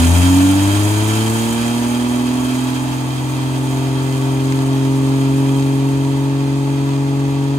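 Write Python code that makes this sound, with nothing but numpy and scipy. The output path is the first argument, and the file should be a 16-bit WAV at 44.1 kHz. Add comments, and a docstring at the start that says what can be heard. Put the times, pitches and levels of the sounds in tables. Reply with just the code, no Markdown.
"""A straight-six's firing tone climbs and levels off: a turbocharged car on a dyno in a hard-walled workshop.
Four harmonics sweep through resonances of exhaust and room; weaker lines from unequal cylinders lie between.
Coloured noise makes the gas and rollers roar under the car and the open turbo intake hiss less and less.
Pulse harmonics, a weave of faint lines and valve clatter roughen the beat; later a faint two-tone whine sinks.
Two microphones hear it all; the engine's tones reach the right one slightly late."""
import sys
import numpy as np
from scipy import signal
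from scipy.fft import rfft, irfft, next_fast_len
from scipy.io import wavfile
from scipy.ndimage import uniform_filter1d

SR = 44100
rng = np.random.default_rng(int(sys.argv[2]) if len(sys.argv) > 2 else 0)


def dump_mix(stems):
    """Bounce the given channels to the path in sys.argv[1] as a 16-bit WAV at rate SR."""
    frames = np.atleast_2d(stems).T  # one column per channel
    limited = np.clip(frames, -1, 1)  # hard clip at full scale
    pcm = np.round(limited * 32767).astype(np.int16)
    wavfile.write(sys.argv[1], SR, pcm)


N = 334278

RIGHT_LAG_S = 0.00025  # engine tones reach the right microphone this much later

# noise balance of the two microphones: f/Hz, left over right/dB
MIC_BALANCE = [(60, -5), (300, 1), (700, 7.5), (950, 3.5), (1200, -3), (1650, 1.5), (1950, -6.5),
               (2600, -2), (3200, -2.5), (5500, 0), (7000, -2), (8100, -7), (11000, -0.5)]
# gain of the tailpipe for upper harmonics and whine: f/Hz, gain/dB
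TAILPIPE_GAIN = [(400, -1), (480, -3), (600, 1.5), (700, -1), (760, -4), (850, 3), (960, 2), (1040, -4.5),
                 (1350, -6.5), (1700, -23)]
# spectrum of the roar under the car: f/Hz, relative density/dB
ROAR_SPECTRUM = [(300, -10.5), (480, -10), (640, -0.5), (760, -5), (900, -1), (1030, -8), (1150, -3.5),
                 (1400, -11.5), (1700, -8), (2300, -33)]
# resonances under the car: f/Hz, width/Hz, boost/dB
CAVITY_RESONANCES = [(704, 29, 3), (842, 37, 6), (925, 25, 5), (966, 39, 10.5), (1127, 31, 7.5),
                     (1330, 74, 4)]


def from_db(db):
    """Amplitude factor of a level in dB."""
    return 10 ** (np.asarray(db) / 20)


def rms_one(x):
    """Scale to an rms of 1, over all channels together."""
    return x / np.sqrt(np.mean(x ** 2) + 1e-20)


def in_time(rows):
    """Each column of a curve, at every sample."""
    s, *columns = np.transpose(rows)
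    return [np.interp(np.arange(N) / SR, s, c) for c in columns]


def at_hz(points, hz):
    """A spectrum read on a log-frequency axis."""
    where, value = np.transpose(points)
    return np.interp(np.log(hz + 1e-3), np.log(where), value)


def bell(hz, centre, width):
    """The shape of a resonance or node: 1 at its centre, a half at half a width to either side."""
    return 1 / (1 + (2 * (hz - centre) / width) ** 2)


def panned(balance_db):
    """Left and right gains for a level difference."""
    return np.array([from_db(balance_db / 2), from_db(-balance_db / 2)]).reshape(2, -1)


def drift(rate_hz):
    """Slow chance with a spread of 1: noise through two equal low-pass poles."""
    step = 40  # samples between drawn values
    warm_up = 2000
    pole = np.exp(-2 * np.pi * rate_hz * step / SR)
    noise = rng.standard_normal(N // step + 2 + warm_up)
    slow = signal.lfilter([1], [1, -2 * pole, pole * pole], noise)[warm_up:]
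    return np.interp(np.arange(N) / step, np.arange(len(slow)), rms_one(slow))


def crank(firing_hz, wobble):
    """Angle of the four-stroke cycle (six firings per 2 pi); combustion makes the speed waver."""
    cycle_hz = firing_hz / 6 * (1 + wobble * drift(14))
    return 2 * np.pi * np.cumsum(cycle_hz) / SR


def firing_tones(angle, firing_hz, throttle_db, rough, boom_hz, boom_width_hz):
    """The exhaust beat: four clean harmonics sweep through one response of pipe and room."""
    # multiple of the firing rate, level/dB, share of the throttle's swing followed
    harmonics = [(1, 1, 1.03), (2, -2.5, 1.65), (3, 0.5, 1.14), (4, -6, 1.03)]
    # gain of the exhaust for those harmonics: f/Hz, gain/dB
    pipe_gain = [(82, -13.5), (87, -8), (108.4, -11.5), (138.4, -8.5), (165, -29.5), (172.5, -19.5),
                 (238, -13.5), (281, -9.5), (301.5, -17), (361, -30.5), (378, -30), (400.5, -25),
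                 (446, -22.5), (490.6, -32), (555, -28)]
    # side on which they are louder, away from the nodes: f/Hz, left over right/dB
    beat_balance = [(85, 3), (138, 3), (170, 7), (200, 5), (220, -4), (275, -1.5), (410, 1), (550, 3)]
    # room nodes in which a harmonic sinks: f/Hz, width/Hz, dip/dB, left over right/dB
    standing_waves = [(95.2, 9, -7, -0.5), (115.4, 2.6, -7, 6), (123.3, 20.4, -17, -2),
                      (206.2, 23.3, -10.5, -1), (259.9, 5.86, -15, -8.5), (265.9, 4.9, -5.5, 0),
                      (353, 11, -2.5, -3), (387.6, 9.9, -17.5, -7), (514.9, 20, -16.5, -4)]
    beat = 6 * angle - 2 * np.pi * firing_hz * RIGHT_LAG_S * np.array([[0], [1]])
    tones = 0
    for k, db, follows in harmonics:
        k = round(k)
        hz = k * firing_hz
        level_db = db + follows * throttle_db + at_hz(pipe_gain, hz)
        balance_db = at_hz(beat_balance, hz)
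        for centre, width, dip_db, side_db in standing_waves:
            node = bell(hz, centre, width)
            level_db = level_db + dip_db * node
            balance_db = balance_db + side_db * node
        turn = np.arctan((hz - boom_hz) / boom_width_hz)  # the phase swings across the main resonance
        tones = tones - from_db(level_db) * panned(balance_db) * np.cos(k * beat - turn)
    return np.sqrt(2) * tones * (1 + rough * drift(25))


def engine_line(angle, firing_hz, order, db, rough):
    """One multiple of the cycle rate, unsteady in level and phase, later at the right microphone."""
    phase = order * angle + rng.uniform(0, 2 * np.pi) + rough * drift(2.5)
    lag = 2 * np.pi * order * firing_hz / 6 * RIGHT_LAG_S
    waves = np.cos(np.float32([phase, phase - lag]))
    return np.sqrt(2) * from_db(db) * (1 + rough * drift(3.3)) * waves


def cylinder_growl(angle, firing_hz, gain_db, rough):
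    """No two cylinders fire alike: lines between the harmonics swell as they cross each resonance."""
    # gain of exhaust and room for these lines: f/Hz, gain/dB
    exhaust_gain = [(30, -73), (65, -44), (90, -40.5), (138, -33.5), (175, -47.5), (205, -53.5),
                    (235, -37.5), (260, -40), (290, -32.5), (320, -34), (375, -43), (520, -49), (900, -46),
                    (1300, -48)]
    # multiple of the cycle rate, level at low revs/dB, level at high revs/dB
    uneven_orders = [(2, -6, -6), (3, 2, 1.5), (4, -0.5, -1.5), (5, -9, -15.5), (7, -14, -13), (8, -8, 0.5),
                     (9, 2.5, -8.5), (10, -11, 4.5), (11, -8, -1), (13, -20, -4), (14, 1, 6.5),
                     (15, -3, -25), (16, -1, 2), (17, -26, -10), (19, 3.5, -10), (20, -11, 0.5),
                     (21, 2, -9), (22, -6, 3.5), (26, 0, -10), (28, -7, 3.5), (32, 0, -1.5), (38, 5, -12),
                     (40, -11, 4.5)]
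    high = np.interp(firing_hz, [108, 124], [0, 1])  # the imbalance changes as the revs rise
    growl = 0
    for order, low_db, high_db in uneven_orders:
        order = round(order)
        db = at_hz(exhaust_gain, order * firing_hz / 6) + low_db + high * (high_db - low_db)
        growl = growl + engine_line(angle, firing_hz, order, db + gain_db, rough)
    return growl


def bark(angle, firing_hz, air_db, rough):
    """Sharp pulses add firing harmonics 5 to 13, strongest while much air flows."""
    bark_db = -37 + 0.7 * air_db
    lines = 0
    for k in range(5, 14):
        level_db = bark_db + at_hz(TAILPIPE_GAIN, k * firing_hz)
        lines = lines + engine_line(angle, firing_hz, 6 * k, level_db, rough)
    return lines * panned(0.86)


def exhaust_rattle(angle, air_db, change_hz):
    """The ragged six-pulse pattern returns each cycle, slowly changing: a weave of faint lines in the roar."""
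    orders = np.arange(23, 59)  # multiples of the cycle rate
    turn = np.linspace(0, 2 * np.pi, 1024, endpoint=False)
    pulses = 0
    for _ in range(2):  # two patterns drift in and out
        start_phases = rng.uniform(0, 2 * np.pi, len(orders))
        pattern = np.cos(np.outer(turn, orders) + start_phases).sum(axis=1)
        pulses = pulses + np.interp(angle % (2 * np.pi), turn, pattern) * drift(change_hz)
    steady = pulses / np.sqrt(uniform_filter1d(pulses ** 2, size=4000) + 1e-3)  # level evened out

    size = next_fast_len(N)
    hz = np.arange(size // 2 + 1) * SR / size
    boost_db = sum(db * bell(hz, centre, width) for centre, width, db in CAVITY_RESONANCES)
    colour = from_db(at_hz(ROAR_SPECTRUM, hz) + boost_db) * panned(at_hz(MIC_BALANCE, hz))
    # the room brings each pitch to the two microphones in a phase of its own
    knots_hz = np.arange(100) * 20
    phase = np.array([np.interp(hz, knots_hz, np.cumsum(rng.normal(0, 1.2, 100))) for _ in range(2)])
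    heard = irfft(rfft(steady, size) * colour * np.exp(1j * phase), size)[:, :N]
    return from_db(-35 + 0.37 * air_db) * rms_one(heard)


def room_noise(spectrum, resonances, echo_share):
    """Turbulence coloured by the resonances and by early wall echoes, at both microphones; rms 1."""
    # likeness of the two microphones: f/Hz, left-right correlation (-1 to 1)
    likeness = [(60, 0.85), (300, 0.89), (520, -0.52), (850, 1), (1100, 0.3), (1450, -0.62), (2000, -0.19),
                (2600, 0.45), (3250, 0.24), (3700, -0.13), (5600, -0.099), (6600, 0.6), (7200, -0.57),
                (9500, 0.33), (12000, 0.8)]
    size = next_fast_len(N)
    hz = np.arange(size // 2 + 1) * SR / size
    boost_db = sum(db * bell(hz, centre, width) for centre, width, db in resonances)
    source, diffuse = rfft(rng.standard_normal((2, size)))
    # dense echoes within 30 ms comb the spectrum with a fine, steady ripple
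    taps = rng.standard_normal((2, int(.03 * SR)))
    front, walls = rfft(taps / np.sqrt(taps.shape[1]), size)
    mid = source * (1 + echo_share * front) / np.sqrt(1 + echo_share ** 2)
    # the side walls return the same sound differently to each microphone
    side = .5 * source * walls + np.sqrt(3) / 2 * diffuse
    alike = np.clip(at_hz(likeness, hz), -.99, .99)
    pair = np.sqrt(1 + alike) * mid + np.sqrt(1 - alike) * side * [[1], [-1]]
    colour = from_db(at_hz(spectrum, hz) + boost_db) * panned(at_hz(MIC_BALANCE, hz))
    return rms_one(irfft(pair * colour, size)[:, :N])


def valve_rasp(angle, level_db, depth, scatter_db):
    """The valve train: a short burst of clatter with every firing, each of its own strength."""
    # spectrum of the clatter: f/Hz, relative density/dB
    rasp_spectrum = [(1000, -15), (1750, -3), (2020, 3.5), (2230, -5.5), (2420, 2), (3000, -5.5),
                     (3450, -1.5), (4700, -5), (5500, -11.5), (6500, -4), (7150, -10), (7600, -5.5),
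                     (11000, -27)]
    firings = 6 * angle / (2 * np.pi)
    strength = from_db(scatter_db * rng.standard_normal(N))[firings.astype(int)]
    bursts = rms_one(1 + depth * strength * np.exp(-3 * (firings % 1)))
    return from_db(level_db) * bursts * room_noise(rasp_spectrum, [], echo_share=1.0)


def rush(angle, air_db, throttle_db):
    """Exhaust rumble, roar under the car and intake air fall with the flow; strokes throb in roar and intake."""
    # spectra of exhaust rumble, intake hiss and its top: f/Hz, relative density/dB
    rumble_spectrum = [(15, -48), (30, -24), (50, -8), (70, 1.5), (110, -8.5), (170, -5), (240, -2.5),
                       (300, -0.5), (390, -9), (520, -7.5), (800, -46)]
    hiss_spectrum = [(1000, -19), (1370, 2.5), (1700, 3), (2000, -2.5), (2200, -0.5), (2450, 1.5),
                     (3600, -4), (4900, -2), (5400, -6), (6500, -13.5), (8000, -49)]
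    spray_spectrum = [(4000, -25), (6000, -6), (6900, 4.5), (7550, -2), (8300, 2), (9500, -2.5),
                      (10300, -5), (11600, -9), (15000, -11), (17000, -41)]
    # resonances of the intake and its pipes: f/Hz, width/Hz, boost/dB
    intake_resonances = [(1318, 62, 9.5), (1523, 54, 6), (2365, 120, 4), (2590, 73, 2.5), (3060, 46, 3),
                         (3230, 210, 11), (3820, 140, 6.5), (4630, 400, 1), (6730, 190, 2.5),
                         (7970, 180, 3.5), (10500, 90, 6)]
    throb = 1 + .1 * np.cos(2 * angle) + .1 * np.cos(4 * angle)
    throb = throb + .06 * np.cos(6 * angle) + .09 * np.cos(12 * angle)
    gulp = 1 + .06 * np.cos(3 * angle) + .07 * np.cos(6 * angle)
    # level at 0 dB of flow, plus the share of the flow's swing that each follows
    rumble_db = -34.5 + 0.16 * air_db + 0.41 * throttle_db
    roar_db = -28.0 + 0.44 * air_db
    hiss_db = -23.5 + 1.036 * air_db + 1.24 * drift(20)
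    spray_db = -24.5 + 1.237 * air_db + 1.15 * drift(49) + 0.5 * drift(5)
    rumble = from_db(rumble_db) * room_noise(rumble_spectrum, [], echo_share=0.13)
    roar = from_db(roar_db) * room_noise(ROAR_SPECTRUM, CAVITY_RESONANCES, echo_share=0.52) * throb
    hiss = from_db(hiss_db) * room_noise(hiss_spectrum, intake_resonances, echo_share=0.63)
    spray = from_db(spray_db) * room_noise(spray_spectrum, intake_resonances, echo_share=0.56)
    return rumble + roar + (hiss + spray) * gulp


def whine(upper_ratio, upper_db, waver):
    """Two faint unsteady tones sink together, likely the turbo's rotor slowing against air drag."""
    start_s, start_hz, fade_s = 3.2, 1286, 0.85
    drag_per_s = 0.142  # growth of the period per second
    coasting_s = np.maximum(np.arange(N) / SR - start_s, 0)
    hz = start_hz / (1 + drag_per_s * coasting_s)
    phase = 2 * np.pi * np.cumsum(hz * (1 + waver * drift(20.0))) / SR
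    # the tailpipe swells them around 900 Hz
    lower_gain = from_db(at_hz(TAILPIPE_GAIN, hz))
    upper_gain = from_db(upper_db + at_hz(TAILPIPE_GAIN, upper_ratio * hz))
    lower = np.sin(phase) * (1 + .5 * drift(1.9)) * lower_gain
    upper = np.sin(upper_ratio * phase) * (1 + .5 * drift(8.3)) * upper_gain
    fade_in = np.minimum(coasting_s / fade_s, 1)
    return from_db(-44.5) * fade_in * (lower + upper) * panned(2.0)


def scene():
    """Engine speed drives the beat; throttle and airflow set the levels of all but the whine."""
    # engine speed: t/s, firing rate f/Hz
    revs = [(0, 83.15), (0.25, 89.65), (0.5, 95.72), (0.8, 102.4), (1.1, 108.1), (1.4, 113.8),
            (1.75, 119.0), (2.5, 126.7), (2.85, 128.7), (3.8, 132.1), (4.6, 134.2), (5.6, 136.3),
            (6.6, 138), (7.58, 138.7)]
    # throttle, as the strength of the exhaust beat: t/s, level/dB
    throttle = [(0, -0.5), (3, -0.5), (5.4, -1.67), (6.4, -4.5), (7.58, -4.9)]
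    # air drawn through the turbo: t/s, level/dB
    airflow = [(0, -0.5), (0.55, -3), (1.3, -4), (2.25, -9.5), (2.55, -8), (3.1, -11.5), (5.4, -12),
               (6.3, -15.5), (7.58, -17)]
    (firing_hz,), (throttle_db,), (air_db,) = in_time(revs), in_time(throttle), in_time(airflow)
    angle = crank(firing_hz, wobble=0.00087)
    exhaust = firing_tones(angle, firing_hz, throttle_db, rough=0.03, boom_hz=254, boom_width_hz=40)
    growl = cylinder_growl(angle, firing_hz, -1.1 + 0.4 * throttle_db, rough=0.078)
    edge = bark(angle, firing_hz, air_db, rough=0.27) + exhaust_rattle(angle, air_db, change_hz=1.7)
    valves = valve_rasp(angle, -35.5 + 0.17 * air_db, depth=0.25, scatter_db=8.5)
    air = rush(angle, air_db, throttle_db)
    turbo = whine(upper_ratio=1.175, upper_db=-2.0, waver=0.00278)
    return exhaust + growl + edge + valves + air + turbo


def record(dry):
    """The microphones' top is cut steeply above 15.7 kHz by an elliptic low-pass."""
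    low_pass = signal.ellip(12, .1, 90, 15700, fs=SR, output="sos")  # ripple/dB, stop band/dB, f/Hz
    return signal.sosfilt(low_pass, dry)


dry = scene()
out = record(dry)
dump_mix(out)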